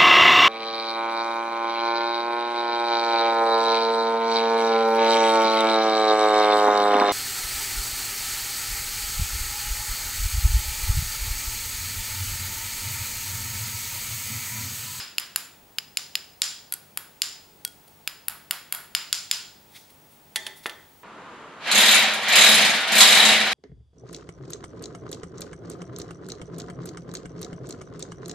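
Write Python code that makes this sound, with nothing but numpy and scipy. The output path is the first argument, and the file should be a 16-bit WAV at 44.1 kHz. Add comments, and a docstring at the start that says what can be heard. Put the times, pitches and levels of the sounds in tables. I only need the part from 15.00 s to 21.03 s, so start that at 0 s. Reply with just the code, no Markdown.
"""Quick taps of a plastic spoon working paste on a hand-held ceramic plate, close to the microphone
in a small live room. Each tap is a crack, full on bare glaze and thin in the paste, with a short ring
of the plate; now and then the spoon rebounds. The hand then draws back with a rustle and lays the
spoon down with a clatter. Behind it all: hiss, faint mains hum and a thin whine."""
import sys
import numpy as np
from scipy import signal
from scipy.fft import rfft, irfft, next_fast_len
from scipy.io import wavfile

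SR = 44100
rng = np.random.default_rng(int(sys.argv[2]) if len(sys.argv) > 2 else 0)


def dump(signal):
    """Clip the signal to [-1, 1] and save it as 16-bit WAV at the path in sys.argv[1]."""
    limited = np.clip(np.atleast_2d(signal).T, -1, 1)
    pcm = np.round(limited * 32767).astype(np.int16)
    wavfile.write(sys.argv[1], SR, pcm)


N = 266011
SIZE = 32768  # samples given to one blow or rustle
HZ, AGE = np.fft.rfftfreq(SIZE, 1 / SR), np.arange(SIZE) / SR
LEAD_IN_S = .004

# The spoon on the plate, close up. Each row: start in seconds, strength in dB, wetness (0 glaze,
# 1 paste), bite of the spoon's edge in dB, place (0 centre, 1 rim), room send in dB.
TAPS = [(-0.02, 3, 0.22, -2, 0.16, 1), (0.1829, 5.5, 0.3, -4, .05, -3.5), (0.1986, -16, 0.98, 5, .05, -8),
        (0.3603, 5.5, 0.65, 0, .05, -4), (0.7851, 1, 0, -5.5, .05, -11.5), (0.9719, 0.5, 0.13, 4, .05, -5),
        (1.1544, 4, 0.075, -4, .05, -9), (1.419, 0, 0.15, 8.5, 0.26, 3), (1.7241, -5.5, 0.86, 5.5, 0.7, -6),
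        (1.7388, -13, .95, 13.5, 0.73, -31), (1.9742, 1.5, 0.89, -3, 0.28, -5.5),
        (2.2192, 1, 0.16, 5, 0.046, 0), (2.65, -4.5, 0.58, 9, 1, -16.5), (2.677, -25.5, .5, 12.5, .8, -21),
        (3.0757, 4.5, 0.38, -6.5, .05, -7.5), (3.2834, 3, 1, -4.5, 0.086, -2.5),
        (3.2978, -15, 1, -2, .05, -8), (3.51, 7.5, 0.65, -4.5, 0.22, -3), (3.725, 2, 0.99, -1, .35, -0.5),
        (3.749, -5.5, 1, -4, .1, -1), (3.9502, 6.5, 0.18, -3, 0.14, -1), (4.1284, 0.5, 0.17, 8, 0.4, 0.5),
        (4.3132, 2, 0.077, 5, 0.42, 1)]
# A full clack on glaze, a thin snap in paste. Each row: frequency in Hz, gain in dB.
GLAZE_CLACK = [(350, -27), (700, -13.5), (1200, -5), (2000, 3.5), (3000, 8.5), (4400, 8), (5800, 1),
               (8000, -3.5), (11000, -3), (13000, -8.5), (15000, -17)]
PASTE_SNAP = [(350, -22.5), (700, -9.5), (1500, 1), (3300, 0.5), (4500, -0.5), (6300, -10.5), (8500, -1),
              (11500, 13), (13500, -0.5), (15000, -1)]
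# What rings: the plate at its centre, its rim together with a brief ring of the spoon, and the spoon
# as it is laid down. Each row: frequency in Hz, level in dB, time to fall 60 dB in seconds.
CENTRE_MODES = [(2910, -10, .014), (4500, -14, .012), (5021, -13, .055), (5052, -8, .028),
                (7150, -7.5, .02), (7183, -4.5, .035), (9930, -6, .026), (12450, -3.5, .025)]
RIM_AND_SPOON_MODES = [(1445, 1.5, .17), (3298, -1, .22), (4560, 10, .016), (8296, 0, .09)]
CLATTER_MODES = [(380, -9, .11), (640, -9, .08), (861, -6.5, .13), (1790, 0, .13), (1880, -3, .1),
                 (1981, -1, .13), (2060, -4, .14), (3240, -8, .15), (3490, 6, .03), (4450, -1, .06),
                 (6008, -7, .07), (6826, -6, .06), (7634, -2, .045), (11380, -8, .08)]
# Paste cushions the centre modes. Each row: frequency in Hz, gain at full wetness in dB.
PASTE_DAMPING = [(5000, -18.5), (7200, -6), (12000, -6)]
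# The bite that the centre modes miss. Each row: frequency in Hz, share from 0 to 1.
BITE_MISSED = [(5000, 0.29), (7000, 0), (12000, 0.44)]
# The spoon is laid down. Each row: start in seconds, strength in dB, brightness in dB per octave,
# then ring, chatter, room send and left minus right, all in dB.
CLATTER = [(5.359, 5, 0.5, -34, 1.5, -9.5, -2), (5.466, -1.5, -2, -41, 0, -7.5, -2.5),
           (5.6588, -2.5, -11.5, -52, -4, -11, 1), (5.664, -7.5, 1, -34, -1, -10, 3),
           (5.696, -7, -4, -40.5, -1.5, -6.5, -3)]
# Fingers and sleeve. Each row: midpoint in seconds, length in seconds, level in dB, treble in dB.
RUSTLES = [(2.881, .014, -50, 4), (4.757, 0.18, -56, -1.5), (4.764, .05, -44, -6.5),
           (4.905, 0.026, -53.5, 5), (5.124, .065, -58, 8), (5.576, .06, -50, 10), (5.642, 0.034, -47, -1)]
# Tone of the clatter, rustles, reverberation and noise floor. Each row: frequency in Hz, gain in dB.
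CLATTER_COLOUR = [(120, -16), (350, -4.5), (600, -5.5), (1100, -5.5), (2000, 0), (3500, 3.5), (5500, -4),
                  (8000, -6), (10200, 0), (12000, -3), (13500, -27), (15000, -30)]
RUSTLE_COLOUR = [(300, -39), (1600, -11), (2200, -3), (2800, -9.5), (3500, -0.5), (4600, -6.5), (5600, -7),
                 (6700, -12.5), (10000, -6.5), (15000, -12.5)]
ROOM_COLOUR = [(350.0, 5), (700.0, 1.5), (1200.0, 1), (2000.0, -3.5), (3000.0, -4), (4300.0, -1),
               (5800.0, 5), (8000.0, 3.5), (11500.0, 1.5), (13000.0, 5.5), (15000.0, 2)]
FLOOR_COLOUR = [(15, -35), (25, -10.5), (98, -4), (125, -6), (196, -4.5), (394, -6.5), (427, -5), (488, -9),
                (927, -6.5), (1000, -12), (1630, -15.5), (3540, -18), (4750, -20), (9270, -20.5),
                (15000, -20)]
# The nearest walls. Each row: delay in seconds, level in dB.
WALL_ECHOES = [(.0123, -14), (.0152, -10), (0.021, -20.5), (0.022, -11.5)]
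# The room's tail. Each row: frequency in Hz, time to fall 60 dB in seconds.
ROOM_T60 = [(400, 0.37), (1400, 0.5), (3500, 0.53), (7000, 0.46), (13000, 0.34)]
# Stereo width of the room and the noise floor. Each row: frequency in Hz, side over mid in dB.
ROOM_WIDTH = [(60, -10), (180, -23), (550, -25), (1650, -12.5), (4970, -7), (15000, -8.5)]
FLOOR_WIDTH = [(60, -22), (180, -10.5), (550, -5.5), (1650, -2), (4970, -6.5), (15000, -11.5)]
# Tilt between the microphone's two ports. Each row: frequency in Hz, left minus right in dB.
MIC_BALANCE = [(2000, 0), (4500, -.7), (9000, .5), (13000, 2)]
# Hum and whine. Each row: frequency in Hz, level in dB, left minus right in dB.
STEADY_TONES = [(100, -77, 0), (150, -70, 0), (200, -77, 0), (15625, -61.5, 6)]


def spoon_taps(centre_ring_db=-20, rim_ring_db=-42, bite_hz=7400, bite_octaves=0.86):
    """Close to the microphone the spoon hits glaze or paste; where it lands decides which modes ring."""
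    out = np.zeros((2, N))
    clack_db, snap_db = read(GLAZE_CLACK, HZ), read(PASTE_SNAP, HZ)
    # this band grows when the spoon's edge lands first
    bite_band = np.exp(-.5 * (np.log2((HZ + 1) / bite_hz) / bite_octaves) ** 2)
    for start, db, wetness, bite_db, place, room_db in TAPS:
        crack = contact(chatter_db=-3.5, chatter_t60=0.01, click_db=-3.0)
        paste_db = wetness * (snap_db - clack_db)
        missed_db = paste_db + bite_db * read(BITE_MISSED, HZ)  # colour kept from the centre modes
        centre = amp(centre_ring_db + wetness * read(PASTE_DAMPING, HZ) - missed_db) * ring(CENTRE_MODES)
        rim_and_spoon = amp(rim_ring_db) * ring(RIM_AND_SPOON_MODES)
        turn = np.pi / 2 * place
        ringing = np.cos(turn) * centre + np.sin(turn) * rim_and_spoon
        colour_db = db + clack_db + paste_db + bite_db * bite_band
        add(out, start - LEAD_IN_S, blow(crack, ringing, colour_db, room_db, ring_out_db=-1))
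    return out


def spoon_clatter():
    """The spoon lands on something hard, rocks and settles; less chatter makes a cleaner knock."""
    out = np.zeros((2, N))
    octaves = np.log2(np.clip(HZ, 1400, 12000) / 4000)
    for start, db, brightness, ring_db, chatter_db, room_db, pan_db in CLATTER:
        click_db = 10 * np.log10(max(1 - amp(chatter_db) ** 2, .08))
        crack = contact(chatter_db, chatter_t60=0.048, click_db=click_db)
        ringing = amp(ring_db) * ring(CLATTER_MODES)
        colour_db = db + read(CLATTER_COLOUR, HZ) + brightness * octaves
        knock = blow(crack, ringing, colour_db, room_db,
                     ring_out_db=6.5, pan_db=pan_db, low_hz=303, left_lead_s=0)
        add(out, start - LEAD_IN_S, knock)
    return out


def contact(chatter_db, chatter_t60, click_db):
    """Spectrum of one contact: a click, then brief chatter and scatter from things nearby."""
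    attack = np.clip(AGE / 0.00054, 0, 1)
    chatter = rng.standard_normal(SIZE) * amp(-60 * AGE / chatter_t60) * attack
    return amp(click_db) + amp(chatter_db) * rfft(chatter / np.linalg.norm(chatter))


def ring(modes, scatter_db=1):
    """Spectrum of a set of dying modes; each blow wakes them a little differently."""
    offsets_db = scatter_db * rng.standard_normal(len(modes))
    return rfft(sum(amp(db + offset - 60 * AGE / t60) * np.cos(2 * np.pi * hz * AGE)
                    for (hz, db, t60), offset in zip(modes, offsets_db)))


def bending_waves():
    """After the lead-in the high bending waves arrive first, which smears the click slightly."""
    delay = LEAD_IN_S + .0003 * (np.sqrt(2000 / (HZ + 1000)) - .5)
    return np.exp(-2j * np.pi * np.cumsum(delay) * HZ[1])


def blow(crack, ringing, colour_db, room_db, ring_out_db, pan_db=0, low_hz=220, left_lead_s=.000005):
    """A crack and its ring, coloured by the landing, reach the microphone direct and through the room."""
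    colour_db = colour_db - 10 * np.log10(1 + (low_hz / (HZ + 10)) ** 2)  # small things give little bass
    ports = np.array([[.5], [-.5]])  # left, right
    port_gain = amp(ports * (read(MIC_BALANCE, HZ) + pan_db))
    direct = port_gain * np.exp(2j * np.pi * ports * left_lead_s * HZ)
    treble_db = -12.5 + 0.68 * room_db  # the room's treble is weaker and varies less between blows
    send = amp(read([(1500, room_db), (11000, treble_db)], HZ))
    # the room gathers sound from all directions: the crack's ripples even out, only the modes stand out
    wash = room() + amp(ring_out_db) * ringing * room()
    at_microphone = (crack + ringing) * direct + send * wash
    sound = irfft(compact_click(colour_db) * bending_waves() * at_microphone)
    return sound * signal.windows.tukey(SIZE, LEAD_IN_S / AGE[-1])


def hand_rustles(grain_db=3, room_db=-7):
    """Fingers shift on the spoon and the sleeve brushes past: short swells of grainy friction."""
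    out = np.zeros((2, N))
    for midpoint, length, db, treble_db in RUSTLES:
        grains = rng.standard_normal(SIZE) * amp(grain_db * rng.standard_normal(SIZE))
        colour = amp(read(RUSTLE_COLOUR, HZ) + read([(4000, 0), (10000, treble_db)], HZ))
        swell = np.sin(np.pi * np.minimum(AGE / length, 1)) ** 2
        stroke = unit_rms(irfft(rfft(grains) * colour)) * swell
        in_room = irfft(rfft(stroke) * (1 + amp(room_db) * room()))
        add(out, midpoint - length / 2, amp(db) * in_room)
    return out


def room(gap_s=0.0039, build_s=0.0095):
    """Spectrum of the small room's answer: a gap, wall echoes, and a tail whose top end dies first."""
    hz, t, noise = signal.stft(rng.standard_normal((2, SIZE)), SR, nperseg=256)
    decay = amp(-60 * t / read(ROOM_T60, hz)[:, None])
    tail = signal.istft(noise * decay, SR, nperseg=256)[1][:, :SIZE]
    tail *= 1 - np.exp(-np.maximum(AGE - gap_s, 0) / build_s)
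    tail /= np.linalg.norm(tail[0])
    for delay, db in WALL_ECHOES:
        arrival = round(SR * abs(delay + rng.normal(0, .0005)))
        tail[:, arrival] += amp(db) * rng.choice([-1, 1], 2)
    return spread(rfft(tail), read(ROOM_WIDTH, HZ)) * amp(read(ROOM_COLOUR, HZ))


def air_and_hiss(level_db=-56.5):
    """A soft, steady rush of room air and the microphone's own hiss."""
    size = next_fast_len(N + N % 2, real=True)
    hz = np.fft.rfftfreq(size, 1 / SR)
    noise = spread(rfft(rng.standard_normal((2, size))), read(FLOOR_WIDTH, hz))
    air = irfft(noise * amp(read(FLOOR_COLOUR, hz)), size)[:, :N]
    return amp(level_db) * air / air.mean(0).std()


def hum_and_whine():
    """Faint mains hum in the middle and, to the left, a thin whine like a picture tube's."""
    out = np.zeros((2, N))
    t = np.arange(N) / SR
    for hz, db, pan_db in STEADY_TONES:
        peak = np.sqrt(2) * amp([[db + pan_db / 2], [db - pan_db / 2]])
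        out += peak * np.sin(2 * np.pi * (hz * t + rng.random()))
    return out


def amp(db):
    """Decibels to amplitude."""
    return 10 ** (np.asarray(db) / 20)


def unit_rms(x):
    """Scales a signal to an rms of one."""
    return x / np.sqrt(np.mean(x ** 2) + 1e-20)


def read(points, hz):
    """Reads a curve of straight lines on a log-frequency axis."""
    f, value = np.transpose(points)
    return np.interp(np.log(hz + 1), np.log(f), value)


def add(mix, start_s, sound):
    """Mixes a stereo sound in; its start may lie before zero."""
    at = round(start_s * SR)
    sound = sound[:, max(-at, 0):]
    part = mix[:, max(at, 0):][:, :sound.shape[1]]
    part += sound[:, :part.shape[1]]


def compact_click(db):
    """Spectrum of the most compact (minimum-phase) click that has this colour."""
    log_gain = np.log(amp(np.r_[db, db[-2:0:-1]]))
    return np.exp(np.conj(signal.hilbert(log_gain)))[:len(db)]


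def spread(pair, side_db):
    """Two unrelated spectra, as mid and side, become left and right."""
    mid, side = pair[0], pair[1] * amp(side_db)
    return np.array([mid + side, mid - side])


def scene():
    """Spoon and hand close up, the quiet room behind."""
    return spoon_taps() + spoon_clatter() + hand_rustles() + air_and_hiss() + hum_and_whine()


def record(dry, edge_hz=16100):
    """The microphone's chain cuts off the highest treble."""
    low_pass = signal.firwin(255, edge_hz, window=("kaiser", 9), fs=SR)
    return signal.oaconvolve(dry, low_pass[None], "same", axes=1)


dry = scene()
out = record(dry)
dump(out)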